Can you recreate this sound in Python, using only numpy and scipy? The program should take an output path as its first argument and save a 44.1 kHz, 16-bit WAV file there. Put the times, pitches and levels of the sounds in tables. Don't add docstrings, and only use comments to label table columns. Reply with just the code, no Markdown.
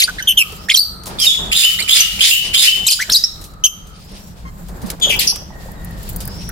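import sys
import numpy as np
from scipy import signal
from scipy.fft import rfft, irfft
from scipy.io import wavfile
from scipy.ndimage import uniform_filter1d

SR = 44100
rng = np.random.default_rng(int(sys.argv[2]) if len(sys.argv) > 2 else 0)


def invert_db(level):
    return 10 ** (np.asarray(level, dtype=float) / 20)


def generate_wav(signal):
    frames = np.transpose(np.atleast_2d(signal))
    scaled = np.clip(frames, -1, 1) * 32767
    pcm = np.round(scaled).astype(np.int16)
    wavfile.write(sys.argv[1], SR, pcm)


N = 287091

# (time [s], length [s], top pitch [Hz],
# reference level [dB], share of the length at the top [0-1], last pitch [Hz])
SCREECHES = [(1.514, 0.14, 3640, -15.5, 0.33, 3550), (1.876, 0.12, 3680, -15.5, 0.52, 2950),
             (2.191, .125, 3860, -16, .52, 3150), (2.532, 0.125, 3760, -13.5, 0.41, 3213)]


def at_hz(points, hz):
    points = np.array(points)
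    return np.interp(np.log(hz + 1), np.log(points[:, 0]), points[:, 1])


def rms_one(x):
    return x / np.sqrt(np.mean(x ** 2) + 1e-20)


def coloured(spectrum, channels=1):
    gain = invert_db(at_hz(spectrum, np.fft.rfftfreq(N, 1 / SR)))
    white = rng.standard_normal((channels, N))
    return rms_one(irfft(rfft(white) * gain, N))


def drift(hz):
    r = np.exp(-2 * np.pi * hz / SR)
    white = rng.standard_normal(N + 4000)
    return rms_one(signal.lfilter([1], [1, -2 * r, r * r], white)[4000:])


def span(rows, fade_s):
    s, *columns = np.transpose(rows)
    i = np.arange(max(int(s[0] * SR), 0), min(int(s[-1] * SR), N))
    t = i / SR
    gate = np.clip(np.minimum(t - s[0], s[-1] - t) / fade_s, 0, 1)
    return i, [np.interp(t, s, c) for c in columns], gate


def sides(pan_db):
    return invert_db(np.array([[pan_db / 2], [-pan_db / 2]]))


def calls():
    # (time [s], pitch [Hz], fundamental level [dB], treble level [dB])
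    chirps = [
        [(0.0, 4430, -10.5, -3), (0.016, 3340, -10, -18), (0.026, 1974, -10.5, -12), (0.034, 3606, -14, -28.5),
         (0.042, 4725, -5, -11), (0.056, 4920, -28.5, -27.5)],
        [(0.074, 1410, -38, -32.5), (0.085, 1494, -18.5, -50), (0.097, 1470, -16, -34), (0.103, 1430, -46, -51)],
        [(0.184, 1670, -21, -62), (0.195, 2180, -22.5, -36), (0.206, 1520, -23.5, -54), (0.213, 1600, -28, -51)],
        [(0.224, 2980, -24, -27.5), (0.238, 3140, -39, -50.5)],
        [(0.272, 3250, -13, -35.5), (0.278, 3240, -9, -14.5), (0.3, 2974, -10.5, -6.5),
         (0.318, 3126, -12.5, -14.5), (0.326, 2800, -13, -25.5)],
        [(0.37, 2970, -20, -31), (0.377, 3273, -6, -12), (0.39, 2920, -8.5, -7), (0.41, 2705, -8, -13.5),
         (0.426, 2570, -8, -19.5)],
        [(0.685, 1700, -20, -27), (0.694, 1950, -13.5, -30), (0.702, 3456, -2.5, -14),
         (0.709, 3320, -11, -21.5), (0.714, 2185, -8.5, -21), (0.72, 2230, -9.5, -39)],
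        [(0.716, 2300, -12, -31), (0.721, 5110, -19, -24), (0.727, 5440, -27, -26.5), (0.735, 4930, -25, -21),
         (0.745, 3330, -8.5, -15), (0.753, 3030, 1.5, -17)],
        [(0.751, 2984, -22.5, -18.5), (0.757, 5520, -9, -2.5), (0.764, 5940, -14, -9),
         (0.77, 5450, -17.5, -6.5), (0.774, 4050, 0.5, 1), (0.781, 3960, -15, -8)],
        [(0.78, 3990, -10, -23), (0.79, 4640, -12.5, -27), (0.796, 4540, 0, -24.5), (0.804, 4500, -15.5, -24)],
        [(1.186, 3690, -18.5, -41), (1.2, 3300, -24.5, -19), (1.225, 3183, -16, -28),
         (1.266, 2800, -16.5, -19.5)],
        [(1.19, 4530, -27, -43), (1.22, 5270, -15.5, -32), (1.245, 5320, -33, -27), (1.27, 5100, -50, -30.5)],
        [(1.786, 1830, -29.5, -33), (1.795, 2070, -21, -33), (1.807, 2446, -24.5, -20.5),
         (1.818, 2100, -21, -41)],
        [(1.823, 4000, -30, -40.5), (1.8265, 4060, -18.5, -31), (1.829, 4050, -42, -40)],
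        [(2.002, 5895, -14.5, -15.5), (2.008, 6290, 3, -20), (2.017, 5800, -17, -27)],
        [(2.864, 2220, -28.5, -29), (2.869, 3845, -10.5, -12), (2.875, 4210, -13, -16),
         (2.884, 2476, -19, -16.5), (2.889, 2570, -10, -22)],
        [(2.889, 4750, -18.5, -36), (2.9, 4760, -20, -35), (2.908, 4016, -11.5, -15.5),
         (2.916, 2680, -12, -2.5)],
        [(2.916, 4980, -14, -23), (2.927, 4890, -12, -19), (2.931, 4020, -16, -34), (2.939, 5030, -11.5, -35)],
        [(2.99, 1416, -27, -41), (2.997, 1504, -30.5, -42), (3.005, 1850, -13, -40), (3.013, 2014, -23, -26.5),
         (3.022, 1953, -20, -26), (3.03, 2450, -15, -32)],
        [(3.095, 2230, -31.5, -33), (3.1, 3780, -7, -12), (3.105, 5500, -23.5, -36.5),
         (3.115, 5595, -24.5, -24), (3.122, 4820, -10.5, 8.5), (3.128, 6880, -12, -22),
         (3.136, 4600, -7.5, -27.5), (3.155, 3725, -9.5, -14), (3.168, 4920, -5, -43.5),
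         (3.176, 4980, -8.5, -30)],
        [(3.238, 4960, 0, -36.5), (3.243, 5500, -14, -40), (3.247, 5550, -6, -40), (3.252, 5530, -13.5, -45)],
        [(3.638, 2900, -10.5, -23), (3.643, 3225, -8.5, -7), (3.648, 3093, -5.5, -5.5), (3.66, 3150, -11.5, -7),
         (3.664, 3116, -5, -21.5), (3.667, 2710, -13, -3), (3.672, 2680, -26.5, -22)],
        [(4.45, 1052, -34.5, -66), (4.47, 1065, -32.5, -54), (4.5, 1048, -44, -63)],
        [(5.012, 3377, -24, -48), (5.03, 3480, -14, -24), (5.048, 3290, -5, -34), (5.065, 3337, -24.5, -36),
         (5.09, 3270, -17, -38)],
        [(5.092, 3190, -18.5, -27), (5.1, 3110, -14, -23.5), (5.107, 2936, -13, -29), (5.115, 2700, -14, -29.5),
         (5.13, 2550, -19.5, -29), (5.155, 2580, -16.5, -33)],
        [(5.19, 4800, -15.5, -19.5), (5.196, 4440, -14.5, -10), (5.204, 3670, -21, -8), (5.212, 2830, -29, -24),
         (5.225, 2570, -37, -35)],
        [(5.27, 5800, -20, -35), (5.277, 5400, -2, -39), (5.285, 5200, -16, -40), (5.3, 5250, -11.5, -43),
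         (5.318, 5110, -17, -48)],
    ]
    # (second harmonic re fundamental [dB], roughness [0-1],
    # echo send re voice [dB], left minus right [dB], lag of the left side [ms])
    voices = [(-4.5, 0.25, -15, -0.5, -0.18), (-23, 0.4, -25.5, -1, 0.1), (-8.5, 0.05, -10.5, -2, 0.173),
              (1, 0.14, -8, -7, -0.098), (-17.5, 0, -19.5, 0, -0.024), (-14, 0.13, -17.5, -2.5, 0.288),
              (-15, 0.3, -26, -2, -0.034), (-12, 0.4, -28.5, -3, 0.2), (-14.5, 0.18, -11, -3, -0.021),
              (-12.5, 0.12, 4, 0, -0.025), (-20.5, 0.41, -8, -3, 0.367), (-9, 0.63, 4.5, -7.5, 0.51),
              (-1, 0.49, -24, -8.5, 0.08), (-3.5, .1, -20, -19, 0.24), (-5.5, 0.35, -14, 1, 0.212),
              (3.5, 0.24, -6.5, 1.5, -0.0013), (-1, 0, -20.5, 3, -0.685), (-5.5, 0.6, 0.5, -2, -.023),
              (-13, 0.36, -9.5, 2, -0.0082), (-13.5, 0.12, -4, 1, .001), (-26, 0.25, -9, -6.5, 0.027),
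              (2, 0.17, -16, 1.5, 0.05), (-9, 0.33, -11, 0.5, -0.65), (-11, 0.39, -5, 4, -0.42),
              (-14.5, 0.35, -3.5, 4, -0.459), (-24, 0.28, -10, 6, -0.5), (-11, 0.1, -7, 3, -0.726)]
    warbles = [.015, .01, .01, 0, .045, .045, .01, .01, .012, .015, .02, .04, .01, .01, 0, .025, .03, .035,
               .012, .015, .015, .012, 0, .05, .12, .08, .12]
    for rows, voice, warble in zip(chirps, voices, warbles):
        yield rows, voice, warble, 0.3

    # (level re reference [dB], treble level re reference [dB])
    arch = [(-8, -24), (6, -6.5), (0.5, -9.5), (-2.5, -6), (-6, -5.5)]
    screech_voice = (-18.5, 0.55, -2.5, -3, -0.55)
    start_hz, accent_hz, accent_s = 2450, 2950, 0.015
    sag_halfway = 0.23
    for s, length, hz, db, top, last_hz in SCREECHES:
        times = s + np.array([0, accent_s, top * length, (1 + top) / 2 * length, length])
        pitches = [start_hz, accent_hz, hz, hz + sag_halfway * (last_hz - hz), last_hz]
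        rows = [(t, pitch, db + re_db, db + treble_db)
                for t, pitch, (re_db, treble_db) in zip(times, pitches, arch)]
        yield rows, screech_voice, 0.04, 0.55

    # (time [s], pitch [Hz], level [dB], slide [s], steady part [s],
    # left minus right [dB], pitch it slides in from [Hz], second harmonic re fundamental [dB])
    closing_notes = [(1.265, 3412, -19, .035, 0.015, -9, 3810, -15.5),
                     (1.629, 3000, -16, 0.017, 0.031, -12.5, 2646, -34),
                     (1.995, 2934, -17, 0.013, 0.0079, -5.5, 2680, -33),
                     (2.311, 2970, -15, .014, 0.02, -10, 2600, -29),
                     (2.656, 3045, -16.5, 0.022, 0.013, 2, 2610, -37)]
    slide_db = 6.5
    drop_db, drop_s, tail_db, tail_s = -10.5, 0.018, -15.5, 0.24
    treble_re_db, rough, echo_db, left_late_ms = -17, 0.088, 4, 0.26
    for s, hz, db, slide, steady, pan_db, from_hz, second_db in closing_notes:
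        times = s + np.cumsum([0, slide, steady, drop_s, tail_s])
        levels = db + np.cumsum([slide_db, -slide_db, 0, drop_db, tail_db])
        pitches = [from_hz, hz, hz, hz, hz]
        rows = [(t, pitch, level, level + treble_re_db) for t, pitch, level in zip(times, pitches, levels)]
        yield rows, (second_db, rough, echo_db, pan_db, left_late_ms), 0.005, 0.65


def parrots():
    # (frequency [Hz], relative density [dB per Hz])
    rasp_spectrum = [(710, -60), (1200, -40), (1640, -27.5), (1990, -23), (2560, -8), (3700, -3.5),
                     (5130, 2.5), (5590, -44.5), (6720, -1), (10000, -5), (10900, -16.5), (15000, -13),
                     (16000, -27)]
    # (frequency [Hz], gain [dB])
    beak_colour = [(3500, 2), (6000, 6), (9000, -6), (11800, 2), (13500, 0.5), (15500, -42.5)]
    jitter, jitter_hz = 0.098, 516
    flutter_db, flutter_hz = -0.5, 147
    blur_hz, beat_hz = 336, 85
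    pulse_hz, pulse_depth = 286.6, 0.12
    overtone_db, rasp_db = -5, 9.5

    direct, echo_send = np.zeros((2, N)), np.zeros(N)
    shake, flutter, blur = drift(jitter_hz), drift(flutter_hz), drift(blur_hz)
    rasp = coloured(rasp_spectrum)[0]
    treble = signal.sosfilt(signal.butter(4, 9000, "high", fs=SR, output="sos"), rasp)
    rasp = rasp / treble.std()
    pulse = np.sin(2 * np.pi * np.cumsum(pulse_hz * (1 + 0.0614 * drift(33.9))) / SR)
    beating = drift(beat_hz) + 1j * drift(beat_hz)
    for rows, (second_db, rough, echo_db, pan_db, left_late_ms), warble, beat in calls():
        i, (hz, db, treble_db), gate = span(rows, fade_s=0.0015)
        rough = np.clip(rough, 0, 1)
        bend = 1 + jitter * rough ** 2 * shake[i] + warble * pulse[i]
        phase = 2 * np.pi * np.cumsum(hz * bend) / SR
        beats = np.sqrt(1 - beat ** 2) + beat * beating[i] / np.sqrt(2)
        phase = phase + np.angle(beats)
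        voice = rough ** 2 * invert_db(treble_db + rasp_db) * rasp[i]
        for k in range(1, 9):
            if k < 3:
                level_db = (db, db + second_db)[k - 1]
            else:
                level_db = treble_db + overtone_db + at_hz(beak_colour, k * hz)
            audible = np.clip((17000 - k * hz) / 1000, 0, 1)
            blurred = np.clip(2.76 * rough ** 2 * np.sqrt(k - 0.6), 0, 1)
            strength = np.sqrt(1 - blurred ** 2) + blurred * blur[(i + 997 * k) % N]
            voice += np.sqrt(2) * audible * invert_db(level_db) * strength * np.sin(k * phase)
        voice *= gate * invert_db(flutter_db * rough ** 2 * flutter[i])
        voice *= 1 + np.minimum(pulse_depth * rough, 1) * pulse[i]
        voice *= np.abs(beats)
        late = left_late_ms / 2000 * SR
        pair = np.array([np.interp(i - late, i, voice), np.interp(i + late, i, voice)])
        direct[:, i] += pair * sides(pan_db)
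        echo_send[i] += voice * invert_db(echo_db)
    return direct, echo_send


def cage(x):
    # (delay [ms], left gain [dB], right gain [dB])
    reflections = [(.55, -26.5, -10.5), (1.05, -15, -29), (1.9, -11.5, -23), (2.7, -24, -9.5),
                   (4.3, -7, -18), (6.1, -22, -16), (9.2, -9.5, -22.5), (12.7, -21, -12)]
    out, i, mono = x.copy(), np.arange(N), x.mean(axis=0)
    for k, (late_ms, left_db, right_db) in enumerate(reflections):
        copy = np.interp(i - late_ms * SR / 1000, i, mono, left=0)
        out += (-1) ** k * invert_db(np.array([[left_db], [right_db]])) * copy
    return out


def echo(x):
    # (centre frequency [Hz], time to fall 60 dB [s])
    decay_times = [(1500, 0.7), (3000, 0.59), (6000, .5), (12000, 0.41)]
    front_db, front_t60_s = -1, 0.1
    t, response = np.arange(int(0.8 * SR)) / SR, 0
    white = rng.standard_normal((2, len(t)))
    for hz, t60 in decay_times:
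        edges = [hz / np.sqrt(2), hz * np.sqrt(2)]
        band = signal.sosfilt(signal.butter(2, edges, "band", fs=SR, output="sos"), white)
        response = response + band * (invert_db(-60 * t / t60) + invert_db(front_db - 60 * t / front_t60_s))
    response = response / np.sqrt(np.sum(response ** 2) / 2)
    return signal.fftconvolve(x[None], response, axes=1)[:, :N]


def swells(events, rise_s, fall_s):
    t = np.arange(N) / SR
    return sum(invert_db(2 * db) * np.clip((t - s) / rise_s, 0, 1) ** 2
               * np.exp(-2 * np.maximum(t - s - length, 0) / fall_s)
               for s, length, db in events)


def sinking(x):
    from_db, share, back_db_per_s = -32, 0.34, 233.5
    db = 10 * np.log10(uniform_filter1d(np.mean(x ** 2, axis=0), size=400) + 1e-9)
    slope = back_db_per_s * np.arange(N) / SR
    peak_db = np.maximum.accumulate(db + slope) - slope
    return invert_db(-share * np.maximum(peak_db - from_db, 0))


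def background(spectrum, column, swell, patchy_db):
    # (frequency [Hz], level difference [dB])
    likeness = [(30, -13.5), (60, -11.5), (110, -12), (200, -8.5), (380, -7), (700, -2), (1290, 3.5),
                (2380, -1.5), (4400, 0), (8120, 1), (15000, 0)]
    # (time [s], rumble [dB], rustle [dB], hiss [dB], thin top hiss [dB])
    slow_levels = np.array([(0, -36, -47, -16, -56.5), (.12, -35, -43, -44.5, -54),
                            (0.499, -34, -44.5, -42, -45), (.9, -38, -46.5, -67.5, -66),
                            (1.2, -36, -45, -42.5, -50), (2.0, -33.5, -47, -41, -58),
                            (3.001, -40, -48.5, -41, -48), (3.399, -36.5, -46.5, -58, -49.5),
                            (3.75, -38.5, -52, -58, -67.5), (4.199, -36.5, -48, -50.5, -49),
                            (4.6, -32, -47, -56, -54.5), (4.948, -37, -55.5, -49.5, -43.5),
                            (5.06, -23, -25, -64, -79), (5.449, -35, -45, -53.5, -54),
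                            (5.8, -30.5, -43.5, -50, -51.5), (6.17, -27.5, -40, -47.5, -42),
                            (6.51, -28.5, -42.5, -46.5, -53.5)])
    mid, side = coloured(spectrum, channels=2)
    side = irfft(rfft(side) * invert_db(at_hz(likeness, np.fft.rfftfreq(N, 1 / SR))), N)
    db = np.interp(np.arange(N) / SR, slow_levels[:, 0], slow_levels[:, column])
    level = np.sqrt(invert_db(2 * db) + swell) * invert_db(patchy_db * drift(9.7))
    return level * (mid + side * [[1], [-1]])


def stirred_air(direct):
    # (frequency [Hz], relative density [dB per Hz])
    rumble = [(12, -32.5), (20, -2), (48, 5.5), (81, -2), (129, -4.5), (195, -1.5), (216, -10),
              (264, -23.5), (297, -13.5), (330, -45), (430, -48), (730, -120)]
    rustle = [(130, -19.5), (220, 2), (429, 1.5), (853, -2.5), (1170, -8), (1830, -11), (3000, -28),
              (3900, -47.5), (6600, -120)]
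    hiss = [(880, -60.5), (1500, -17.5), (1890, -5.5), (2470, 0), (3900, 1), (4870, 1), (7500, -10.5),
            (9750, -4), (16500, -120)]
    top_hiss = [(4120, -50), (7000, -1), (8260, -5), (9430, -29), (10200, -10.5), (12000, -2),
                (14700, -8.5), (16000, -5)]
    # (time [s], length [s], rustle level [dB])
    bird_moves = [(1.06, 0.23, -36.5), (1.38, 0.18, -36), (1.79, 0.046, -36.5), (2.17, 0.043, -36),
                  (2.43, 0.15, -40), (2.75, 0.086, -40.5), (3.08, 0.036, -30.5), (4.11, 0.043, -45.5),
                  (4.68, 0.27, -40), (4.82, 0.12, -39), (5.05, 0.15, -39)]
    # (time [s], length [s], hiss level [dB])
    hiss_bursts = [(1.33, 0.0209, -37.5), (5.19, 0.058, -21.5)]
    rumble_re_db, hiss_re_db, top_re_db = 3.5, -4, -5
    moves = swells(bird_moves, rise_s=0.017, fall_s=0.0091)
    screech_hiss = [(s, length, db + hiss_re_db) for s, length, hz, db, *shape in SCREECHES]
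    rasps = swells(screech_hiss, rise_s=0.1, fall_s=0.11)
    rasps += swells(hiss_bursts, rise_s=0.0093, fall_s=0.03)
    air = background(rumble, swell=moves * invert_db(2 * rumble_re_db), column=1, patchy_db=0.5)
    air = sinking(direct) * (air + background(rustle, swell=moves, column=2, patchy_db=1.0))
    air += background(hiss, swell=rasps, column=3, patchy_db=3.5)
    air += background(top_hiss, swell=rasps * invert_db(2 * top_re_db), column=4, patchy_db=3.5)
    return air


def whistles(tables, width_hz):
    out = np.zeros((2, N))
    smear = np.array([drift(width_hz) + 1j * drift(width_hz) for side in out])
    for rows in tables:
        i, (hz, db), gate = span(rows, fade_s=0.023)
        carrier = np.exp(2j * np.pi * np.cumsum(hz) / SR)
        out[:, i] += gate * invert_db(db) * np.real(smear[:, i] * carrier)
    return out


def far_whistles():
    # (time [s], pitch [Hz], level [dB])
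    high_whistles = [
        [(.55, 4700, -50), (.62, 5200, -45), (.69, 5500, -45)],
        [(3.92, 4400, -58), (4.05, 5000, -52), (4.15, 5500, -50), (4.25, 5600, -52), (4.36, 5700, -58)],
        [(6.1, 4000, -58), (6.18, 4700, -50), (6.3, 5100, -41), (6.4, 5450, -38), (6.52, 5750, -38)],
    ]
    low_whistles = [
        [(.4, 1226, -38.5), (.8, 1292, -51), (.95, 1296, -43.5), (1.3, 1268, -47.5), (1.6, 1300, -47),
         (2.0, 1328, -38), (2.3, 1375, -50)],
        [(3.2, 1312, -55), (3.45, 1235, -48), (3.65, 1260, -47), (3.8, 1280, -53), (3.95, 1322, -46),
         (4.02, 1250, -55)],
        [(5.75, 3800, -54), (5.775, 3820, -53), (5.83, 3750, -52)],
        [(5.48, 1920, -57), (5.57, 1884, -46), (5.66, 1830, -48), (5.77, 1900, -50), (5.86, 1865, -44),
         (6.05, 1820, -52)],
    ]
    return whistles(high_whistles, width_hz=260.0) + whistles(low_whistles, width_hz=85.0)


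def knocks(events, t60, spread):
    out, t = np.zeros((2, N)), np.arange(int(0.15 * SR)) / SR
    for s, db, hz in events:
        edges = np.clip([hz / spread, hz * spread], 50, 0.45 * SR)
        burst = rng.standard_normal((2, len(t))) + rng.standard_normal(len(t))
        burst = burst * invert_db(-60 * t / max(t60, 0.005))
        burst = signal.sosfilt(signal.butter(2, edges, "band", fs=SR, output="sos"), burst)
        i = round(s * SR)
        out[:, i:i + len(t)] += (invert_db(db) * burst / np.abs(burst).max())[:, :N - i]
    return out


def contacts_of_birds():
    # (time [s], peak level [dB], centre frequency [Hz])
    taps = [(0.523, -30, 443), (1.057, -30, 1060), (1.071, -29, 925), (1.112, -24, 810), (1.389, -30, 1030),
            (2.866, -25.5, 990), (3.094, -13.5, 1600), (3.237, -27, 1740), (4.115, -34, 437),
            (5.069, -16.5, 544), (5.099, -19, 535), (5.159, -24, 790), (5.323, -25.5, 930),
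            (5.36, -31.5, 1280), (5.418, -28.5, 680), (5.503, -27, 854), (5.525, -37, 650),
            (5.553, -33, 616), (5.601, -35, 615), (5.658, -27, 600), (5.685, -28, 830), (5.73, -33, 666),
            (6.277, -27, 1575), (6.492, -23.5, 1610)]
    # (time [s], peak level [dB])
    thuds = [(2.8, -45), (4.718, -31), (4.832, -14.5), (5.038, -27)]
    # (time [s], peak level [dB])
    claws = [(0.5227, -23.5), (1.0355, -24.5), (3.24, -17), (3.5369, -36.5), (4.117, -32.5), (4.9018, -8),
             (4.9144, -18), (4.9995, -22), (5.3585, -14.5)]
    # (time [s], peak level [dB])
    brushes = [(1.057, -21), (1.0673, -15.5), (3.4126, -25), (3.4394, -24), (3.8694, -33), (4.6835, -30),
               (4.817, -28.5), (4.861, -25), (6.2042, -17.5)]
    # (time [s], peak level [dB])
    husks = [(1.112, -40), (1.1725, -37), (5.1642, -12), (5.717, -24.5), (5.8471, -15.5), (5.909, -30),
             (5.9888, -31), (6.0305, -20), (6.034, -28), (6.091, -13), (6.097, -13), (6.1315, -23),
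             (6.1615, -10), (6.1655, -15), (6.2532, -13.5), (6.2764, -9.5), (6.4906, -12.5)]
    contacts = knocks(taps, t60=0.052, spread=1.15)
    # events, centre [Hz], time to fall 60 dB [s], band edges as a ratio to the centre
    for rows, hz, t60, spread in ((thuds, 199, 0.15, 1.12), (claws, 5800, 0.0367, 2.2),
                                  (brushes, 6300, 0.14, 2.2), (husks, 14300, 0.0245, 1.4)):
        contacts += knocks([(*row, hz) for row in rows], t60, spread)
    return contacts


def scene():
    direct, echo_send = parrots()
    contacts = contacts_of_birds()
    far = far_whistles()
    air = stirred_air(direct)
    tail = echo(echo_send + invert_db(-21.0) * contacts.mean(axis=0))
    return cage(direct) + tail + contacts + far + air


def top_cut(x):
    return signal.sosfilt(signal.butter(12, 16640, fs=SR, output="sos"), x)


def record(dry):
    soft_top, cut_hz = 1.2, 16500
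    rounded = soft_top * np.tanh(dry / soft_top)
    heard = signal.sosfilt(signal.cheby2(10, 40, cut_hz, fs=SR, output="sos"), rounded)
    return top_cut(np.clip(heard, -1, 1))


dry = scene()
out = record(dry)
generate_wav(out)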